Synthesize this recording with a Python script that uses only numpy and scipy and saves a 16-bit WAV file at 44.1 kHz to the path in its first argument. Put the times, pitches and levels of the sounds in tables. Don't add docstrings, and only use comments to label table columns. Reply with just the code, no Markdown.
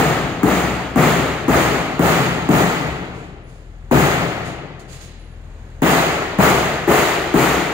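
import sys
import numpy as np
from scipy import signal
from scipy.fft import rfft, irfft, next_fast_len
from scipy.io import wavfile
from scipy.ndimage import uniform_filter1d, minimum_filter1d

SR = 44100
rng = np.random.default_rng(int(sys.argv[2]) if len(sys.argv) > 2 else 0)


def store_wav(level_fs):
    pcm = np.round(np.clip(np.atleast_2d(level_fs), -1, 1) * 32767)
    wavfile.write(sys.argv[1], SR, pcm.T.astype(np.int16))


def magnitude_from_level(level_db):
    exponent = np.asarray(level_db, float) / 20
    return 10 ** exponent


N = 340893
LEAD = SR // 5
M = N + LEAD

# (time [s], thud level [dB], thud pitch [Hz], crash level [dB],
# brightness [dB per octave])
BLOW_LIST = [(-0.11, -8.5, 256, -14, 0.4), (0.433, -1.5, 254, -11.5, 0.49), (0.959, -4.5, 224, -11, 0.5),
             (1.482, -5, 253, -11.5, 0.5), (1.994, -4.5, 240, -10, 0.52), (2.49, -4.5, 242, -11, 0.5),
             (3.913, -5, 237, -8.5, 0.5), (5.821, -4.5, 237, -7.5, 0.77), (6.387, -5, 164, -5, 0.7),
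             (6.876, -3, 299, -9, 1.0), (7.341, -2.5, 282, -11, 0.95)]
# (frequency [Hz], decay by 60 dB [s])
HALL_DECAY = [(60, 2.34), (160, 1.29), (420, 1.43), (1100, 1.19), (2900, 1.18), (7700, 0.53), (12000, 0.38),
              (16000, 0.24)]


def evened(x):
    return x / np.sqrt(np.mean(x ** 2) + 1e-20)


def read(points, hz):
    f, *columns = np.transpose(points)
    return np.squeeze([np.interp(np.log(hz + 1), np.log(f + 1), column) for column in columns])


def add(mix, s, sound):
    part = mix[..., round(s * SR) + LEAD:][..., :sound.shape[-1]]
    part += sound[..., :part.shape[-1]]


def field(magnitude, count, size):
    # (frequency [Hz], left-right likeness [0 to 1])
    likeness = [(60, .99), (180, .99), (350, .94), (700, .68), (1500, .38), (3000, .25), (6000, .03),
                (15000, .01)]
    hz = np.fft.rfftfreq(size, 1 / SR)[:, None]
    t = np.arange(4 * count // size + 5) * (size // 4) / SR
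    a, b, c, d = rng.standard_normal((len(t), len(hz), 4)).T
    same = np.clip(read(likeness, hz)[:, None], -1, 1)
    left = a + 1j * b
    right = same * left + np.sqrt(1 - same ** 2) * (c + 1j * d)
    z = np.array([left, right]) * magnitude(hz, t)
    noise = signal.istft(z, nperseg=size, noverlap=3 * size // 4)[1]
    return noise[:, :count] / np.sqrt(size / 3)


def steady_noise(points, count, size):
    return evened(field(lambda hz, t: magnitude_from_level(read(points, hz))[:, None], count=count, size=size))


def in_hall(x, wet_db):
    tail = field(lambda hz, t: magnitude_from_level(-60 * t / read(HALL_DECAY, hz)[:, None]), count=3 * SR // 2, size=1024)
    tail *= np.clip((np.arange(tail.shape[1]) / SR - .008) / 0.022, 0, 1)
    tail /= np.linalg.norm(tail[0])
    wet = magnitude_from_level(wet_db) * signal.fftconvolve(x.mean(0)[None], tail, axes=1)
    wet[:, :x.shape[1]] += x
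    return wet


def air():
    # (frequency [Hz], relative level [dB per Hz])
    street = [(30, -13.5), (60, -4), (120, -14), (250, -21), (600, -23.5), (1500, -30.5), (4000, -39),
              (9000, -50), (16000, -71)]
    return magnitude_from_level(-51.5) * steady_noise(street, count=M, size=2048)


def engine():
    # (time [s], firing rate [Hz], level [dB])
    hum = [(0, 42.84, -48), (3.3, 41.23, -46), (5, 40.93, -47), (5.8, 40.9, -48.5), (6.6, 42.5, -38),
           (7.73, 42.4, -50)]
    # (multiple of the firing rate, relative level [dB])
    orders = [(1, 0), (2, -5), (3, -10), (3.5, -19), (4, -21), (5.5, -20)]
    s, hz, db = np.transpose(hum)
    t = (np.arange(M) - LEAD) / SR
    turns = np.cumsum(np.interp(t, s, hz)) / SR
    tone = np.zeros(M)
    for k, order_db in orders:
        waver = evened(signal.resample(rng.standard_normal(60), M))
        partial = np.sin(2 * np.pi * (k * turns + rng.random()))
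        tone += magnitude_from_level(order_db + 0.18 * k * waver) * partial
    return np.sqrt(2) * magnitude_from_level(np.interp(t, s, db)) * tone


def steps():
    # (time [s], level [dB], length [s])
    scuffs = [(1.344, -46, 0.038), (2.433, -67, 0.0183), (3.127, -52, 0.14), (3.453, -60.5, 0.17),
              (4.443, -37.5, 0.074), (4.791, -46.5, 0.032), (4.876, -47, 0.12), (4.917, -44.5, 0.057),
              (5.001, -45.5, 0.071)]
    # (frequency [Hz], relative level [dB per Hz])
    grit_spectrum = [(500, -2), (2000, 7.5), (5000, 11.5), (10000, 1.5), (16000, -22)]
    # (time [s], frequency [Hz], level [dB], decay by 60 dB [s])
    squeaks = [(3.43, 10400, -66, .8), (5.19, 10130, -65, .6)]
    out = np.zeros((2, M))
    for s, db, length in scuffs:
        grit = steady_noise(grit_spectrum, count=SR // 4, size=256)
        u = np.arange(SR // 4) / SR / length
        add(out, s, magnitude_from_level(db) * grit * np.minimum(5 * u, 1) * np.exp(-u ** 2))
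    t = np.arange(SR // 2) / SR
    for s, hz, db, t60 in squeaks:
        fuzz = evened(uniform_filter1d(rng.standard_normal((len(t), 2)), size=300, axis=0)).T
        tone = np.sin(2 * np.pi * hz * t) * np.minimum(t / 0.0079, 1)
        add(out, s, magnitude_from_level(db - 60 * t / t60) * fuzz * tone)
    return out


def crash_magnitude(hz, t):
    # (frequency [Hz], rise time constant [s], decay by 60 dB [s])
    spread = [(100, 0.0029, 0.35), (400, 0.0027, 0.51), (1340, 0.021, 0.67), (4600, 0.046, 0.98),
              (14400, 0.04, 0.73)]
    plain_tilt_db, bass_loss_db = 0.79, 19.5
    echo_over_direct_db = 8.5
    direct_patch_db, echo_patch_db = 3.0, 0.53
    rise, t60 = read(spread, hz)[:, :, None]
    power = np.zeros((len(hz), len(t)))
    for s, _, _, crash_db, tilt_db in BLOW_LIST:
        start = s + LEAD / SR
        first = np.searchsorted(t, start + .003)
        age = t[first:first + SR // 100] - start
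        bass_db = bass_loss_db * (plain_tilt_db - tilt_db) / (1 + (hz / 220) ** 4)
        db = crash_db + tilt_db * np.log2(hz / 600 + .03) + bass_db - 60 * age / t60
        swell = 1 - 0.89 * np.exp(-age / rise)
        power[..., first:first + len(age)] += (magnitude_from_level(db) * swell) ** 2
    draws = rng.standard_normal((len(t), len(hz), 2)).T
    direct_patch, echo_patch = [
        evened(uniform_filter1d(uniform_filter1d(d, size=9, axis=0), size=n, axis=1))
        for d, n in zip(draws, (3, 12))]
    u = t[:SR // 64]
    echo = magnitude_from_level(-60 * u / read(HALL_DECAY, hz)[:, None]) ** 2 * np.clip(u / 0.004, 0, 1) ** 2
    echo /= echo.sum(1, keepdims=True)
    wet = signal.fftconvolve(power, echo, axes=1)[..., :len(t)]
    direct = power * magnitude_from_level(direct_patch_db * direct_patch) ** 2
    return np.sqrt(abs(direct + wet * magnitude_from_level(echo_over_direct_db + echo_patch_db * echo_patch) ** 2))


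def crash():
    # (frequency [Hz], relative level [dB per Hz])
    crash_spectrum = [(40, -49.5), (65, -7.5), (95, -13), (130, -2), (172, -3.5), (200, -7.5), (250, -8),
                      (400, -4.5), (520, -7.5), (740, -3.5), (1000, -8.5), (1250, -7), (1600, -14),
                      (2000, -13.5), (4000, -23.5), (8000, -31.5), (16000, -43)]
    size = 2 * next_fast_len(M // 2 + 1)
    colour = magnitude_from_level(read(crash_spectrum, np.fft.rfftfreq(size, 1 / SR)))
    log_gain = np.log(evened(colour))
    mirrored = np.r_[log_gain, log_gain[-2:0:-1]]
    causal = np.exp(np.conj(signal.hilbert(mirrored)))[:len(colour)]
    noise = field(crash_magnitude, count=M, size=512)
    return irfft(rfft(noise, size) * causal, size)[:, :M]


def crack():
    # (frequency [Hz], relative level [dB per Hz])
    contact = [(300, -10), (800, 16), (2000, -1), (3500, -16.5), (8000, -13.5), (16000, -22)]
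    t = np.arange(SR // 20) / SR
    noise = steady_noise(contact, count=len(t), size=256)
    return noise * np.exp(-t / 0.015) * np.minimum(t / 0.0018, 1)


def thud(hz):
    # (frequency [Hz], relative level [dB], decay by 60 dB before the cap below [s])
    bending_modes = [(143.3, 6, 0.21), (149.3, 2.5, 0.27), (171.9, 4.5, 0.3), (222, -2, 0.027),
                     (251.4, 7.5, 0.023), (298, -3, 0.044), (308.5, 6, 0.066), (391, -18, 0.23),
                     (433, 1.5, 0.23)]
    t = np.arange(SR // 2) / SR
    f, db, t60 = np.transpose(bending_modes)[:, :, None]
    level_draw, pitch_draw, phase = rng.standard_normal((3, len(bending_modes), 1))
    near_db = -14.0 * np.log2(f / hz) ** 2 + 0.6 * level_draw
    damped = np.minimum(t60, .2)
    cycles = f * (1 + 0.016 * pitch_draw) * t + phase
    ring = (magnitude_from_level(db + near_db - 60 * t / damped) * np.sin(2 * np.pi * cycles)).sum(0)
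    ring *= 1 - np.exp(-(t / 0.0088) ** 2)
    sweep_cycles = np.cumsum(hz * (1 + 0.41 * np.exp(-t / 0.0036))) / SR
    sweep_shape = 1.25 * np.exp(-((t - 0.005) / 0.0043) ** 2) * np.minimum(t / 0.0014, 1)
    return np.sin(2 * np.pi * sweep_cycles) * sweep_shape + magnitude_from_level(-6.5) * ring


def deepest_mode(t):
    hz, t60, db = 66.2, 0.23, -11.5
    return magnitude_from_level(db - 60 * t / t60) * np.sin(2 * np.pi * hz * t) * (1 - np.exp(-t / 0.015))


def blow(thud_db, hz, crack_lead_s):
    # (delay before wander [ms], level [dB], left over right [dB])
    reflections = [(11, -5, 1), (15.5, -5, -1), (24, -8, -1), (32, -8, 1), (41, -10, 0), (49, -10, -1)]
    t = np.arange(SR // 2) / SR
    hit = (thud(hz) + deepest_mode(t)) * np.ones((2, 1))
    hit = np.pad(hit, [(0, 0), (round(crack_lead_s * SR), 0)])[:, :len(t)]
    hit[:, :SR // 20] += magnitude_from_level(-11) * crack()
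    early = np.zeros((2, SR // 2 + SR // 10))
    arrivals = [(0, 0.018, 0)] + list(reflections)
    for (ms, db, side_db), wander in zip(arrivals, rng.uniform(.9, 1.1, len(arrivals))):
        at = min(round(ms * wander * SR / 1000), SR // 10)
        early[:, at:at + SR // 2] += magnitude_from_level(db + np.array([[side_db / 2], [-side_db / 2]])) * hit
    return magnitude_from_level(thud_db) * in_hall(early, wet_db=-7)


def hammering():
    crack_lead_s, pan_db = .002, 1.5
    out = crash()
    for s, thud_db, hz, _, _ in BLOW_LIST:
        add(out, s - crack_lead_s, blow(thud_db, hz, crack_lead_s))
    return out * magnitude_from_level([[pan_db / 2], [-pan_db / 2]])


def scene():
    near = hammering() + in_hall(steps(), wet_db=-3.5)[:, :M]
    return (near + engine() + air())[:, LEAD:]


def turned(x):
    # (time [s], lag of the left port [ms], left port level [dB])
    bearing = [(0, -0.091, 0.1), (2.5, 0.14, 0.6), (3.5, 0.19, 0.8), (5, 0.1, 2), (5.8, 0.13, 0.3),
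               (7.73, 0.0056, 0.8)]
    hz, t, z = signal.stft(x[0], SR, nperseg=512)
    s, ms, db = np.transpose(bearing)
    lag = np.interp(t, s, ms) / 1000
    z = z * magnitude_from_level(np.interp(t, s, db)) * np.exp(-2j * np.pi * hz[:, None] * lag)
    return np.array([signal.istft(z, nperseg=512)[1][:N], x[1]])


def low_pass(x):
    return signal.sosfilt(signal.butter(12, 16790, fs=SR, output="sos"), x)


def record(dry):
    # (frequency [Hz], gain [dB])
    left_port = [(30, 8.5), (60, 2.5), (400, 5.5), (1000, -0.5), (1800, 6), (4000, -4), (5800, -7),
                 (6300, -73), (6800, -44), (7200, -116), (9000, -5.5), (12000, -10), (13000, 4.5),
                 (15600, 18.5)]
    right_port = [(30, 3), (60, 0.93), (4500, 3.5), (5900, -1.5), (6500, 12), (7200, 9.5), (8200, 5.5),
                  (12500, 8), (15600, 14)]
    hz = np.linspace(0, SR / 2, 1025)
    edge = 1 / (1 + np.exp(np.clip((hz - 15750) / 25, -50, 50)))
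    edge *= hz < SR / 2
    ports = np.array([signal.firwin2(1023, hz, magnitude_from_level(read(port, hz)) * edge, fs=SR)
                      for port in (left_port, right_port)])
    rumble_cut = signal.butter(3, 33, "high", fs=SR, output="sos")
    x = signal.sosfilt(rumble_cut, turned(dry))
    x = magnitude_from_level(8) * signal.oaconvolve(x, ports, "same", axes=1)
    peak_db = 20 * np.log10(-minimum_filter1d(-abs(x).max(0), size=200) + 1e-9)
    fall = np.arange(N) * 16. / SR
    held_db = np.maximum.accumulate(peak_db + fall) - fall
    over_db = np.maximum(held_db + 8, 0)
    squeeze_db = .7 * uniform_filter1d(over_db, size=100)
    return low_pass(x / magnitude_from_level(squeeze_db))


dry = scene()
out = record(dry)
store_wav(out)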